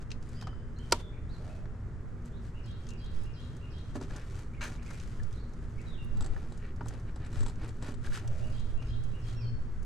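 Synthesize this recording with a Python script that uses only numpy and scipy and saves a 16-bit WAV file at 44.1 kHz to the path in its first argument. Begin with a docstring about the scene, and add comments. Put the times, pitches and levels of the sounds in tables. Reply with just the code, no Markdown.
"""Outdoors beside an open air conditioner: machinery hums and rumbles quietly from filtered noise, songbirds
whistle in gliding notes and a breeze puffs at the microphones. After a few ticks, a hand tool is put down
near one second in with a sharp clack of damped modes, and the yard returns echoes; low hoots come from far
away, early and late. Then fingers work spade connectors onto a capacitor: noise bursts tick and knock, friction
grains scrape, a spade rasps home and a tight one creaks in slips. The machinery's drone swells near the end."""
import sys
import numpy as np
from scipy import signal
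from scipy.fft import rfft, irfft
from scipy.io import wavfile
from scipy.ndimage import uniform_filter1d

SR = 44100
rng = np.random.default_rng(int(sys.argv[2]) if len(sys.argv) > 2 else 0)


def master_out(mix):
    """Clip the mix to full scale and print it as 16-bit PCM to the path in sys.argv[1]."""
    frames = np.transpose(np.atleast_2d(mix))
    ceiling = np.clip(frames, -1, 1)
    pcm = np.round(ceiling * 32767).astype(np.int16)
    wavfile.write(sys.argv[1], SR, pcm)


N = 434385


def amp(db):
    """Decibels to gain."""
    return 10 ** (np.asarray(db) / 20)


def evened(x):
    """Scales to rms 1."""
    return x / np.sqrt(np.mean(x ** 2) + 1e-20)


def read(points, hz):
    """Joins (Hz, value) points on a log-frequency axis."""
    f, value = np.transpose(points)
    return np.interp(np.log(hz + 1), np.log(f + 1), value)


def curve(rows):
    """Gain at every sample from (s, dB) rows."""
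    return amp(np.interp(np.arange(N) / SR, *np.transpose(rows)))


def sway(length_s):
    """A random control of rms 1 that changes course every length_s."""
    steps = np.arange(N) / SR / length_s
    return evened(np.interp(steps, np.arange(1024), rng.standard_normal(1024)))


def add(mix, s, sound):
    """Mixes a sound in at time s."""
    part = mix[..., max(round(s * SR), 0):][..., :sound.shape[-1]]
    part += sound[..., :part.shape[-1]]


def pair(size, side_db):
    """White noise at two close microphones: a shared part and an opposed part."""
    mid, side = rng.standard_normal((2, size))
    return np.array([mid + amp(side_db) * side, mid - amp(side_db) * side])


def coloured(x, tone, tilt_db=0, size=2048):
    """Passes x through a body with the given spectrum; it rings after the blow, never before."""
    hz = abs(np.fft.fftfreq(size, 1 / SR))
    tilt = tilt_db * np.log2(np.maximum(hz, 250) / 2000)  # dB per octave about 2 kHz
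    log_gain = np.log(amp(np.maximum(read(tone, hz), -100) + tilt))
    minimum_phase = np.exp(np.conj(signal.hilbert(log_gain)))
    taps = np.fft.ifft(minimum_phase).real[:size // 2]
    return signal.oaconvolve(x, taps[None], axes=1)[:, :x.shape[1]]


def reflections(x, t60, treble_t60, size=32768):
    """Sparse echoes of random sign, alike on both sides only in the bass; the treble has its own decay."""
    echoes_per_s, shared_hz = 3000, 900
    taps = rng.standard_normal((2, size)) * (rng.random((2, size)) < echoes_per_s / SR)
    hz, t, z = signal.stft(taps, SR, nperseg=256)
    same = 1 / (1 + (hz[:, None] / shared_hz) ** 2)
    z = np.array([z[0], same * z[0] + np.sqrt(1 - same ** 2) * z[1]])
    decay = read([(500, t60), (8000, treble_t60)], hz)[:, None]
    tail = signal.istft(z * amp(-60 * t / decay), SR, nperseg=256)[1]
    return signal.oaconvolve(x, tail / np.linalg.norm(tail[0]), axes=1)[:, :N]


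def ringing(modes):
    """What a part does after one blow: its modes die away."""
    t = np.arange(SR // 3) / SR
    return sum(amp(db - 60 * t / t60) * np.sin(2 * np.pi * hz * t) for hz, db, t60 in modes)


def contact(tone, db, tilt_db, t60, side_db=-12, size=4096):
    """A burst of tiny collisions colours itself in the part it hits; db is its level over 5 ms."""
    decay = amp(-60 * np.arange(size) / SR / t60)
    burst = coloured(pair(size, side_db) * decay, tone, tilt_db)
    return amp(db) * evened(burst) * np.sqrt(.005 * SR / size)


def contacts(rows, tone):
    """Plays (s, dB, tilt dB per octave, t60 s) contacts on one part."""
    out = np.zeros((2, N))
    for s, db, tilt_db, t60 in rows:
        add(out, s, contact(tone, db, tilt_db, t60))
    return out


# steady outdoor noise: pitch_hz, level_db (per Hz)
AIR_TONE = [(15, -16), (30, -2.5), (110, -5.5), (165, -14), (210, -20.5), (420, -25.5), (750, -36.5),
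            (1350, -35), (1900, -40), (2600, -51), (4000, -56.5), (7500, -57.5), (11000, -70.5),
            (15000, -81)]
# how far the two microphones differ in it: pitch_hz, side_level_db
AIR_SIDE = [(60, -41.5), (200, -13.5), (400, -14.5), (800, -6.5), (2400, -6), (8000, -5.5)]


def air():
    """Steady outdoor noise; long waves reach both microphones alike."""
    hz = np.fft.rfftfreq(N, 1 / SR)
    mid, side = rfft(rng.standard_normal((2, N))) * amp(read(AIR_TONE, hz))
    side = side * amp(read(AIR_SIDE, hz))
    return amp(-41.5) * evened(irfft(np.array([mid + side, mid - side]), N))


# stronger puffs of breeze: peak_s, length_s, level_db
PUFFS = [(3.194, 0.21, -30.5), (5.198, 0.3, -35.5), (6.24, 0.34, -29), (7.399, 0.16, -24.5),
         (8.18, 0.54, -34.5), (8.794, 1, -34)]


def puffs():
    """The smooth rise and fall of each stronger puff."""
    t = np.arange(N) / SR
    return sum(amp(db) * np.exp(-np.pi * ((t - s) / length) ** 2 * 2) for s, length, db in PUFFS)


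EDDY_DB, GUST_DB, GUST_S = -46, 4.5, 0.33  # breeze: level, depth and step length of its random sway


def breeze(gusts):
    """Eddies at each microphone: independent low noise that sways and swells with the puffs."""
    hz = np.fft.rfftfreq(N, 1 / SR)
    level = np.hypot(amp(EDDY_DB + GUST_DB * sway(GUST_S)), gusts)
    eddies = evened(irfft(rfft(rng.standard_normal((2, N))) / (1 + (hz / 12) ** 4), N))
    return level * eddies * amp([[-4], [3]])  # left, right


def humming(lines):
    """Noise in narrow resonances: tones that waver in pitch and level."""
    hz = np.fft.rfftfreq(N, 1 / SR)
    bands = sum(amp(db) / np.sqrt(width) / (1 + ((hz - f) / width) ** 2) for f, width, db in lines)
    return irfft(rfft(pair(N, side_db=-30)) * bands, N) * np.sqrt(SR / np.pi)


# spectrum of the machinery's rumble: pitch_hz, level_db (per Hz)
RUMBLE_TONE = [(8, 7.5), (22, 6), (40, -5), (80, -5.5), (110, -9), (170, -25.5), (400, -86)]
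# motor hum: pitch_hz, width_hz, level_db
MOTOR_HUM = [(160.6, 15, -59.5), (235.3, 5.9, -57), (397, 44, -65)]
# deep drone of the machinery: pitch_hz, width_hz, level_db (before the swell)
DRONE = [(116, 4.2, -53)]
# the drone swells late, then falls back: time_s, gain_db
DRONE_SWELL = [(0, -2), (6, 1), (8.9, 10), (9.55, 14), (9.8, -7)]
RUMBLE_DB, RUMBLE_GROWTH_DB_PER_S = -47, 0.78  # the rumble creeps up slowly
PUFF_RUMBLE_DB = -3  # how much a puff adds to the rumble


def machinery(gusts):
    """Low rumble of filtered noise, wavering motor hum and a swelling drone."""
    hz, t = np.fft.rfftfreq(N, 1 / SR), np.arange(N) / SR
    level = np.hypot(amp(RUMBLE_DB + RUMBLE_GROWTH_DB_PER_S * t), amp(PUFF_RUMBLE_DB) * gusts)
    rumble = evened(irfft(rfft(pair(N, side_db=-33)) * amp(read(RUMBLE_TONE, hz)), N))
    return level * rumble + humming(MOTOR_HUM) + humming(DRONE) * curve(DRONE_SWELL)


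def outdoors():
    """Steady air, nearby machinery and the breeze at the microphones."""
    gusts = puffs()
    return air() + machinery(gusts) + breeze(gusts)


def whistled(notes):
    """Each note glides through its three pitches with its own random warble."""
    song = np.zeros((1, N))
    wobble = evened(uniform_filter1d(rng.standard_normal(N), size=96))
    for s, length, start, middle, end, db, warble in notes:
        u = np.linspace(0, 1, int(length * SR))
        glide = np.polyval(np.polyfit([0, .5, 1], [start, middle, end], 2), u)
        hz = glide * (1 + warble * wobble[round(s * SR):][:len(u)])
        add(song, s, amp(db) * signal.windows.tukey(len(u), .4) * np.sin(2 * np.pi * np.cumsum(hz) / SR))
    return song


# the farthest bird's figure, one note a row:
# offset_s, length_s, start_hz, middle_hz, end_hz, level_db, warble (share of the pitch)
FIGURE = [(0, 0.064, 2570, 2828, 2825, 0, .018), (.03, 0.049, 2750, 2554, 2360, -4.5, .035),
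          (0.1, .05, 5500, 4500, 3600, -2, .055), (0.126, 0.07, 3230, 3230, 3390, -.5, .022),
          (0.169, 0.034, 3370, 3900, 4370, 0, .035)]
# when the figure sounds: start_s, level_db
FIGURE_TIMES = [(2.528, -64.5), (2.868, -63.5), (3.226, -64), (3.595, -64.5), (8.4, -64), (8.751, -63.5),
                (9.11, -66)]


def far_bird():
    """One songbird repeats a figure; it arrives only as early and late echoes."""
    notes = [(s + at, *shape, db + note_db, warble)
             for s, db in FIGURE_TIMES for at, *shape, note_db, warble in FIGURE]
    song = whistled(notes)
    early = amp(2.0) * reflections(song, t60=0.19, treble_t60=0.27)
    late = amp(6.5) * reflections(song, t60=1.0, treble_t60=0.97)
    return early + late


NEAR_WARBLE = 0.028  # share of the pitch


def sung(call, times):
    """The notes of one call, repeated at each time, pitch and level."""
    return [(s + at, length, hz * start, hz * middle, hz * end, db + note_db, NEAR_WARBLE)
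            for s, hz, db in times for at, length, start, middle, end, note_db in call]


# faint low hoots from far away: start_s, length_s, pitch_hz, level_db, roughness (share of the pitch)
HOOTS = [(0.999, 0.192, 606, -68, 0.0081), (1.387, 0.16, 626, -57.5, .11), (1.624, 0.34, 769, -73, 0.016),
         (8.2, 0.333, 609, -59, 0.151), (8.718, 0.14, 657, -65, 0.014)]
HOOT_SAG = 0.94  # a hoot ends on this share of its pitch


def hoots():
    """Low notes that sag in pitch, rough by random warble."""
    return [(s, length, hz, hz, hz * HOOT_SAG, db, rough) for s, length, hz, db, rough in HOOTS]


# two calls, one note a row: offset_s, length_s, start, middle, end (shares of the call's pitch), level_db
UPSLUR = [(0, .035, .84, 0.92, 1.12, -2), (.025, .055, 1.04, 0.99, .86, 0.46)]
CHIRP = [(0, 0.0242, 1, 0.94, 1.25, 2), (.024, 0.035, 0.73, .85, 0.81, -8)]
# when each call sounds: start_s, pitch_hz, level_db
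UPSLUR_TIMES = [(1.287, 4390, -67), (5.313, 4060, -72), (5.37, 4360, -72)]
CHIRP_TIMES = [(1.125, 2450, -68), (1.16, 2400, -69), (4.532, 2500, -63), (4.778, 2460, -63.5),
               (4.852, 2500, -61), (4.935, 2490, -66), (5.778, 2396, -60), (5.843, 2360, -71)]
# single whistles: start_s, length_s, start_hz, middle_hz, end_hz, level_db, warble (share of the pitch)
WHISTLES = [(.335, .1, 4590, 4920, 4870, -66, .016), (.36, 0.15, 3070, 3100, 3065, -65.5, 0.031),
            (0.758, 0.037, 4050, 4220, 4330, -68.5, .02), (0.783, 0.054, 2970, 3115, 3070, -62.5, .02),
            (0.952, 0.16, 3560, 3510, 3430, -67, .028), (1.489, 0.048, 2500, 2570, 2560, -66.5, 0.018),
            (2.315, 0.078, 3250, 3650, 4340, -72.5, .05), (3.15, .11, 5100, 5100, 5090, -76, 0.013),
            (3.78, 0.12, 5930, 6000, 5860, -79, 0.0091), (4.57, 0.037, 2190, 2170, 2100, -66, .014),
            (4.872, .05, 2197, 2130, 2100, -62, .012), (5.857, 0.073, 4000, 3810, 3660, -63.5, 0.017),
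            (5.905, 0.065, 3740, 3470, 3250, -63, .045), (5.974, 0.055, 2840, 2770, 2680, -58.5, .014),
            (9.351, 0.084, 5360, 5470, 5100, -64.5, 0.012), (9.399, 0.1, 5120, 4440, 4430, -64, .014),
            (9.35, 0.1, 2745, 2600, 2140, -66, .015), (9.431, 0.064, 3240, 3140, 3100, -67, .014)]
NEAR_DB, NEAR_SCATTER_DB, NEAR_ECHO_DB = 2, 0.5, 3  # direct sound, early scatter, late echo


def birds():
    """Trees and walls blur the calls, whistles and hoots; the farthest bird joins them."""
    song = whistled(sung(UPSLUR, UPSLUR_TIMES) + sung(CHIRP, CHIRP_TIMES) + WHISTLES + hoots())
    scatter = amp(NEAR_SCATTER_DB) * reflections(song, t60=.2, treble_t60=0.18)
    echo = amp(NEAR_ECHO_DB) * reflections(song, t60=0.96, treble_t60=0.9)
    return amp(NEAR_DB) * song + scatter + echo + far_bird()


BLOW_S = 0.9244  # when the tool lands hardest
# what the ground throws back: pitch_hz, level_db (per Hz)
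YARD_TONE = [(80, -3), (250, 2), (450, 4), (950, 0), (1400, -4), (1900, -9), (2400, -7), (3300, -7),
             (4800, -11), (8000, -17), (11000, -25), (15000, -36)]
# nearby surfaces return the clack: delay_s, level_db
WALL_ECHOES = [(.055, -14), (.08, -29)]
YARD_DB = -7  # strength of the sound that the yard scatters


def yard():
    """The ground scatters the clack into a smooth broad tail; nearby walls throw back smeared echoes."""
    blow = np.zeros((1, N))
    blow[0, round(BLOW_S * SR)] = 1
    spread = coloured(blow, YARD_TONE)
    spread = amp(YARD_DB) * spread / np.linalg.norm(spread)
    out = reflections(spread, t60=0.14, treble_t60=0.23)
    scatter = pair(2048, side_db=-4) * np.hanning(2048)
    echo = signal.oaconvolve(spread, scatter / np.linalg.norm(scatter[0]), axes=1)
    for delay, db in WALL_ECHOES:
        add(out, delay, amp(db) * echo)
    return out


# the tool grazes, lands and settles: time_s, level_db (relative)
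LANDING = [(0.9115, -32), (0.9221, -8.5), (0.9232, -13.5), (0.924, 0), (0.927, -14)]
# ring of the tool: pitch_hz, width_hz (before the ground's loss), level_db (relative)
TOOL_MODES = [(935, 25, 1), (1150, 14, -13), (1370, 48, -2), (1530, 48, -7), (1915, 45, -10),
              (2340, 50, -6), (2980, 40, -12), (3280, 45, -10), (4180, 33, -10), (4715, 60, -.5),
              (5210, 70, -1), (5385, 110, -6), (5750, 120, -11), (6750, 54, -18), (7610, 59, -8),
              (7850, 89, -12), (8600, 130, -15)]
# crack of each touch: pitch_hz, level_db (per Hz)
CLACK_TONE = [(80, 6), (250, 2.5), (420, 7.5), (620, 0.5), (950, -3), (1380, -2.5), (1800, -13.5),
              (2330, -13), (3240, -9.5), (3800, -15), (4800, -7), (6200, -16.5), (8000, -18.5),
              (15000, -41)]
# the slab under the unit: pitch_hz, level_db, t60_s
SLAB_MODES = [(238, -2.5, 0.17), (354, 4.5, 0.066), (457, -1.5, 0.11), (604, 1.5, 0.097),
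              (720, -16.5, 0.12), (1000, -7, 0.16), (1170, -12, 0.16)]


def tool():
    """Each touch of the landing tool cracks and rings its damped modes."""
    t, out = np.arange(SR // 4) / SR, np.zeros((2, N))
    loss = .008  # lying on the ground damps the high modes most
    ring = sum(amp(db) * np.exp(-np.pi * (width + loss * hz) * t) * np.sin(2 * np.pi * hz * t)
               for hz, width, db in TOOL_MODES)
    ring = amp(-8) * ring / abs(ring).max()
    for s, db in LANDING:
        add(out, s, amp(db) * ring)
        add(out, s, contact(CLACK_TONE, db - 18.5, tilt_db=2.0, t60=0.021, side_db=-12.5))
    add(out, BLOW_S, amp(-34.5) * ringing(SLAB_MODES))  # the main blow thuds in the slab
    return out * amp([[-.5], [.5]])


# a spade taps the terminal post and jolts the cabinet: time_s, ring_level_db, pitch_hz, jolt_level_db
TAPS = [(0.471, -36.5, 1236, -43.5), (0.53, -45, 1320, -56), (4.107, -48, 1660, -49), (5.2, -42, 1730, -66),
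        (6.364, -43, 1750, -46.5), (6.809, -38, 1446, -67), (6.812, -35.5, 956, -48),
        (8.047, -42, 1630, -51), (8.072, -37.5, 1610, -51), (8.123, -38, 1650, -67),
        (8.171, -49, 1670, -48)]
POST_T60_S, JOLT_TILT_DB, JOLT_T60_S = 0.03, 4.5, 0.078  # tilt in dB per octave


def post():
    """The terminal post rings briefly; its pitch depends on how the fingers hold it."""
    t, out = np.arange(4096) / SR, np.zeros(N)
    for s, db, hz, _ in TAPS:
        add(out, s, amp(db - 60 * t / POST_T60_S) * np.sin(2 * np.pi * hz * t))
    return out


# dull knocks of wire on the cabinet: time_s, level_db, tilt_db_per_octave, t60_s
WIRE_KNOCKS = [(0.412, -54, 14, .02), (0.424, -45, 9.5, 0.052), (1.656, -50, 4.5, 0.025),
               (3.954, -36, 1.5, 0.1), (4.013, -42.5, 1.5, 0.099), (4.159, -46, 3, 0.047),
               (4.904, -46, 7.5, 0.071), (6.21, -49, 0.5, 0.069), (6.8085, -43, 2.5, 0.054),
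               (6.858, -46.5, 4, 0.084), (7.160, -50.5, 6.5, 0.08), (7.408, -54, -2.5, .04),
               (7.463, -53.5, 0.5, .04), (7.826, -46, 3, 0.055), (7.886, -47, -1, 0.042),
               (8.822, -52.5, 8.5, 0.045)]


def knocks():
    """Every blow to the cabinet: the wires' own and the jolts from the post."""
    return WIRE_KNOCKS + [(s, jolt_db, JOLT_TILT_DB, JOLT_T60_S) for s, _, _, jolt_db in TAPS]


# sheet metal of the cabinet: pitch_hz, level_db, t60_s
PANEL_MODES = [(253.6, 5, 0.26), (283.8, 4, 0.28), (374.4, -2, 0.31), (393.7, -2, 0.57), (586, -5.5, 0.26)]


def panel():
    """The sheet metal booms under each knock, relatively more for a duller blow."""
    blows = np.zeros(N)
    for s, db, tilt_db, _ in knocks():
        blows[round(s * SR)] = amp(db - 2.5 * tilt_db - 3.0)
    return signal.oaconvolve(blows, ringing(PANEL_MODES))[:N]


# spectrum of a knock on the cabinet: pitch_hz, level_db (per Hz)
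KNOCK_TONE = [(100, -15), (280, 13.5), (550, 6.5), (950, 3.5), (1250, -2), (1700, -3.5), (2400, -26),
              (5000, -30), (14000, -70)]


def knocking():
    """Wires and jolts strike the cabinet in dull bursts."""
    return contacts(knocks(), KNOCK_TONE)


CRACKLE_PER_S, CRACKLE_SPREAD_DB, CRACKLE_S = 700, 2.6, .0015  # tiny catches: rate, size spread, decay


def crackle():
    """The uneven force of dry friction, rms 1: tiny catches of random size that die at once."""
    sizes = amp(CRACKLE_SPREAD_DB * np.minimum(rng.exponential(1, N), 4))
    catches = sizes * (rng.random(N) < CRACKLE_PER_S / SR)
    power = signal.lfilter([1], [1, -np.exp(-2 / (CRACKLE_S * SR))], catches ** 2)
    return evened(np.sqrt(power / power.mean() + .3))  # .3 keeps a steady floor between catches


# the tool grazes the ground (row at .78 s); the other strokes are fingers, wires and spades
# dragging over metal: start_s, length_s, dull_level_db, bright_level_db
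STROKES = [(0, 0.043, -65, -61), (0.197, 0.28, -70, -65), (.78, 0.19, -75, -66),
           (1.277, 0.39, -61.5, -65.5), (2.242, 0.053, -75, -64), (2.412, 0.11, -80, -67.5),
           (3.941, 0.045, -66, -57), (3.999, 0.062, -53, -61.5), (4.08, 0.15, -49, -61.5),
           (4.34, 0.1, -56, -66.5), (4.62, 0.096, -53, -53.5), (4.679, 0.11, -57, -60),
           (4.82, 0.25, -70, -61), (4.995, 0.18, -75, -66), (5.738, 0.25, -66, -81),
           (6.083, 0.47, -55.5, -88), (6.84, 0.17, -54.5, -72), (7.167, 0.12, -56.5, -76),
           (7.302, 0.12, -51.5, -60), (7.448, 0.065, -62, -68), (7.576, 0.14, -51, -69),
           (7.797, 0.14, -49.5, -57.5), (8.029, 0.068, -57.5, -56), (8.099, 0.11, -59, -48),
           (8.184, 0.083, -55, -69), (9.246, 0.12, -60.5, -61)]
# the fingers' light scrape between strokes: time_s, level_db (before its sway)
FIDGET = [(2.2, -85), (3.1, -66.5), (3.85, -73), (4.3, -65), (4.55, -73.5), (5.25, -64), (5.5, -73),
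          (5.8, -65), (6.1, -68), (6.65, -69), (6.75, -77), (7.3, -70.5), (7.75, -67.5), (8.3, -65),
          (9.3, -67), (9.55, -77)]
FIDGET_SWAY_DB, FIDGET_S = 3, 0.067  # random sway of that scrape, length of one step
# spectrum of the bright scrape: pitch_hz, level_db (per Hz)
SCRAPE_TONE = [(800, -13.5), (1400, 0.5), (1700, -3), (2200, -7.5), (2900, -9), (4200, -10.5),
               (7500, -12.5), (9700, -18.5), (11000, -26.5), (13500, -29.5), (15000, -42)]
# spectrum of the dull drag: pitch_hz, level_db (per Hz)
DRAG_TONE = [(120, -31.5), (280, 4.5), (450, -2), (700, -7), (1200, -13.5), (1700, -12), (2300, -19),
             (5000, -25), (12000, -78)]


def rubbing():
    """Grains of friction in a bright scrape and a dull drag: the tool's graze, then the handling of metal."""
    bright, dull = curve(FIDGET) * amp(FIDGET_SWAY_DB * sway(FIDGET_S)), np.zeros(N)
    for s, length, dull_db, bright_db in STROKES:
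        stroke = np.sqrt(np.hanning(int(length * SR)))
        add(dull, s, amp(dull_db) * stroke)
        add(bright, s, amp(bright_db) * stroke)
    grains = crackle()
    scrape = bright * evened(coloured(grains * pair(N, side_db=-9), SCRAPE_TONE))
    drag = dull * evened(coloured(grains * pair(N, side_db=-30), DRAG_TONE))
    return scrape + drag


# light metal ticks: time_s, level_db, tilt_db_per_octave
TICKS = [(0.105, -51.5, -9), (0.116, -42, -10), (0.226, -60, -1), (0.29, -60.5, 6), (0.412, -51.5, -9),
         (0.471, -52, -11.5), (0.787, -62, 3), (2.257, -63, 9), (2.868, -57, -7), (2.889, -51, -2),
         (2.905, -53.5, -1), (2.935, -62, -2), (3.045, -67, 10), (3.235, -65, 15), (3.955, -57, 1),
         (4.013, -56, -3), (4.028, -57, -1), (4.163, -50, 2), (4.392, -61, 6), (4.759, -60, -4),
         (4.829, -60, 2), (4.862, -58, 0), (4.906, -55, 4), (4.932, -60, 7), (4.999, -52.5, -7),
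         (5.233, -56.5, 0), (5.327, -60.5, 0), (6.045, -64, 24), (6.576, -60, 3), (6.87, -62, 3),
         (6.884, -47.5, 4.5), (6.998, -65, 5), (7.557, -63, -4), (7.679, -62, 12), (7.890, -61, 8),
         (8.276, -50.5, 0), (8.598, -60, -3), (8.825, -57, -13), (9.037, -60, 3)]
# spectrum of a tick: pitch_hz, level_db (per Hz)
TICK_TONE = [(200, -79.5), (1500, -19), (2600, 1.5), (4000, 4), (6500, 9.5), (8500, 1), (11000, -6.5),
             (15000, -29)]
TICK_T60_S = 0.032
HANDLING_S = 2  # the fingers take hold of the wires
# loose spades touch at random: rate, middle level, spread either way, tilt per octave
FAINT_TICKS_PER_S, FAINT_TICK_DB, FAINT_SPREAD_DB, FAINT_TILT_DB = 4.6, -68.5, 7.5, 3


def ticking():
    """Clear ticks of metal on metal, with faint ones scattered while the fingers work."""
    working_s = N / SR - HANDLING_S
    draws = rng.random((round(FAINT_TICKS_PER_S * working_s), 2))
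    faint = [(HANDLING_S + when * working_s, FAINT_TICK_DB + FAINT_SPREAD_DB * (2 * size - 1), FAINT_TILT_DB)
             for when, size in draws]
    return contacts([(*tick, TICK_T60_S) for tick in TICKS + faint], TICK_TONE)


# a spade grinds against its post: start_s, length_s, level_db, pitch_hz
GRINDS = [(4.09, 0.19, -58.5, 1600), (4.275, .16, -67, 1600), (4.807, 0.04, -61, 1750),
          (4.9, 0.026, -62, 1650), (6.19, 0.11, -64, 1650), (6.587, 0.14, -58, 1780),
          (6.902, 0.086, -61, 1550), (7.06, 0.055, -59, 1700), (7.202, 0.094, -57, 1700),
          (7.306, 0.17, -59.5, 1580), (7.577, .12, -57.5, 1660), (7.804, 0.15, -58, 1650),
          (8.098, 0.13, -53.5, 1700), (8.22, 0.22, -63, 1600)]
# spectrum of the grind: pitch_hz, level_db (per Hz)
GRIND_TONE = [(300, -33), (900, -12), (1350, -5.5), (1650, 1), (1950, -9), (2280, -9), (2750, -11),
              (3200, -22), (3700, -15), (5000, -29), (14000, -58)]
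GRIND_HZ = 1630  # the pitch at which that spectrum holds


def grinding():
    """A spade grinds on its post, whose resonances shift with each new grip."""
    grit, out = crackle() * pair(N, side_db=-10), np.zeros((2, N))
    for s, length, db, hz in GRINDS:
        part = grit[:, round(s * SR):][:, :int(length * SR)]
        tone = [(f * hz / GRIND_HZ, level) for f, level in GRIND_TONE]
        add(out, s, amp(db) * evened(coloured(part, tone)) * np.sqrt(np.hanning(part.shape[1])))
    return out


# one spade slides home in gritty catches: time_s, level_db, tilt_db_per_octave
CATCHES = [(4.6096, -37.5, 0), (4.6162, -36.5, 1), (4.6268, -37, 1.5), (4.637, -42.5, 7.5),
           (4.6405, -39.5, -4), (4.6507, -39, 1.5), (4.672, -46.5, 4), (4.7205, -54, 4)]
# spectrum of the grit: pitch_hz, level_db (per Hz)
RASP_TONE = [(350, -50), (600, -1), (754, -18), (852, -9), (1440, -4), (1720, 3), (1860, -9), (2400, -6),
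             (3500, -19), (4120, -18), (5320, -23.5), (6250, -18), (15000, -50)]
# ring of the spade and its post: pitch_hz, level_db, t60_s
SPADE_MODES = [(1740, 1, 0.026), (2340, -15, 0.035), (2760, -8, 0.042), (4080, -13, 0.098),
               (6200, -17, 0.087)]
RASP_T60_S, RASP_RING_DB = 0.094, -3.5  # decay of a catch; how strongly it rings the spade


def rasp():
    """A spade slides home: each catch is a burst of grit that rings the spade and its post."""
    grit = contacts([(*catch, RASP_T60_S) for catch in CATCHES], RASP_TONE)
    for s, db, _ in CATCHES:
        add(grit, s, amp(db + RASP_RING_DB) * ringing(SPADE_MODES))
    return grit


# a tight spade is rocked forward, one sharp slip at a time: time_s, level_db
SLIPS = [(6.172, -46), (6.2078, -42), (6.2228, -44), (6.244, -41.5), (6.2616, -43), (6.504, -65),
         (6.522, -48), (6.858, -51), (7.159, -53), (7.249, -57), (7.263, -50), (7.3284, -52), (7.345, -49),
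         (7.3657, -53), (7.391, -47), (7.406, -44), (7.4309, -43.5), (7.463, -41), (7.482, -43.5),
         (7.496, -44), (7.644, -53), (7.69, -49), (7.825, -44.5), (7.865, -52), (7.941, -48.5)]
# spectrum of a slip: pitch_hz, level_db (per Hz)
SLIP_TONE = [(150, 12), (700, 3.5), (1700, -0.5), (2300, -15), (3900, -3.5), (6000, -10.5), (7200, -8),
             (7780, 3.5), (8300, -17), (9300, -9), (11000, -28), (15000, -42)]
SLIP_T60_S, SLIP_TILT_DB = 0.039, 0  # tilt in dB per octave


def slipping():
    """While it is pushed, a tight spade sticks, then slips with a dry click."""
    return contacts([(s, db, SLIP_TILT_DB, SLIP_T60_S) for s, db in SLIPS], SLIP_TONE)


def connectors():
    """Ticks, knocks, the rasp of a spade sliding home and the grinding and stick-slip creak of a tight one."""
    return ticking() + knocking() + rasp() + grinding() + slipping()


def scene():
    """The hands work a little to the left and echo in the steel cabinet; the clack spreads over the yard."""
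    hands = (connectors() + post() + rubbing()) * amp([[.7], [-.7]])
    work = hands + panel()
    cabinet = amp(-9.5) * reflections(work, t60=0.16, treble_t60=0.17)
    return outdoors() + birds() + yard() + tool() + cabinet + work


EDGE_HZ = 14700


def record(dry):
    """A steep low-pass: little sounds above EDGE_HZ."""
    low_pass = signal.firwin(401, EDGE_HZ, window=("kaiser", 9), fs=SR)
    return signal.oaconvolve(dry, low_pass[None], "same", axes=1)


dry = scene()
out = record(dry)
master_out(out)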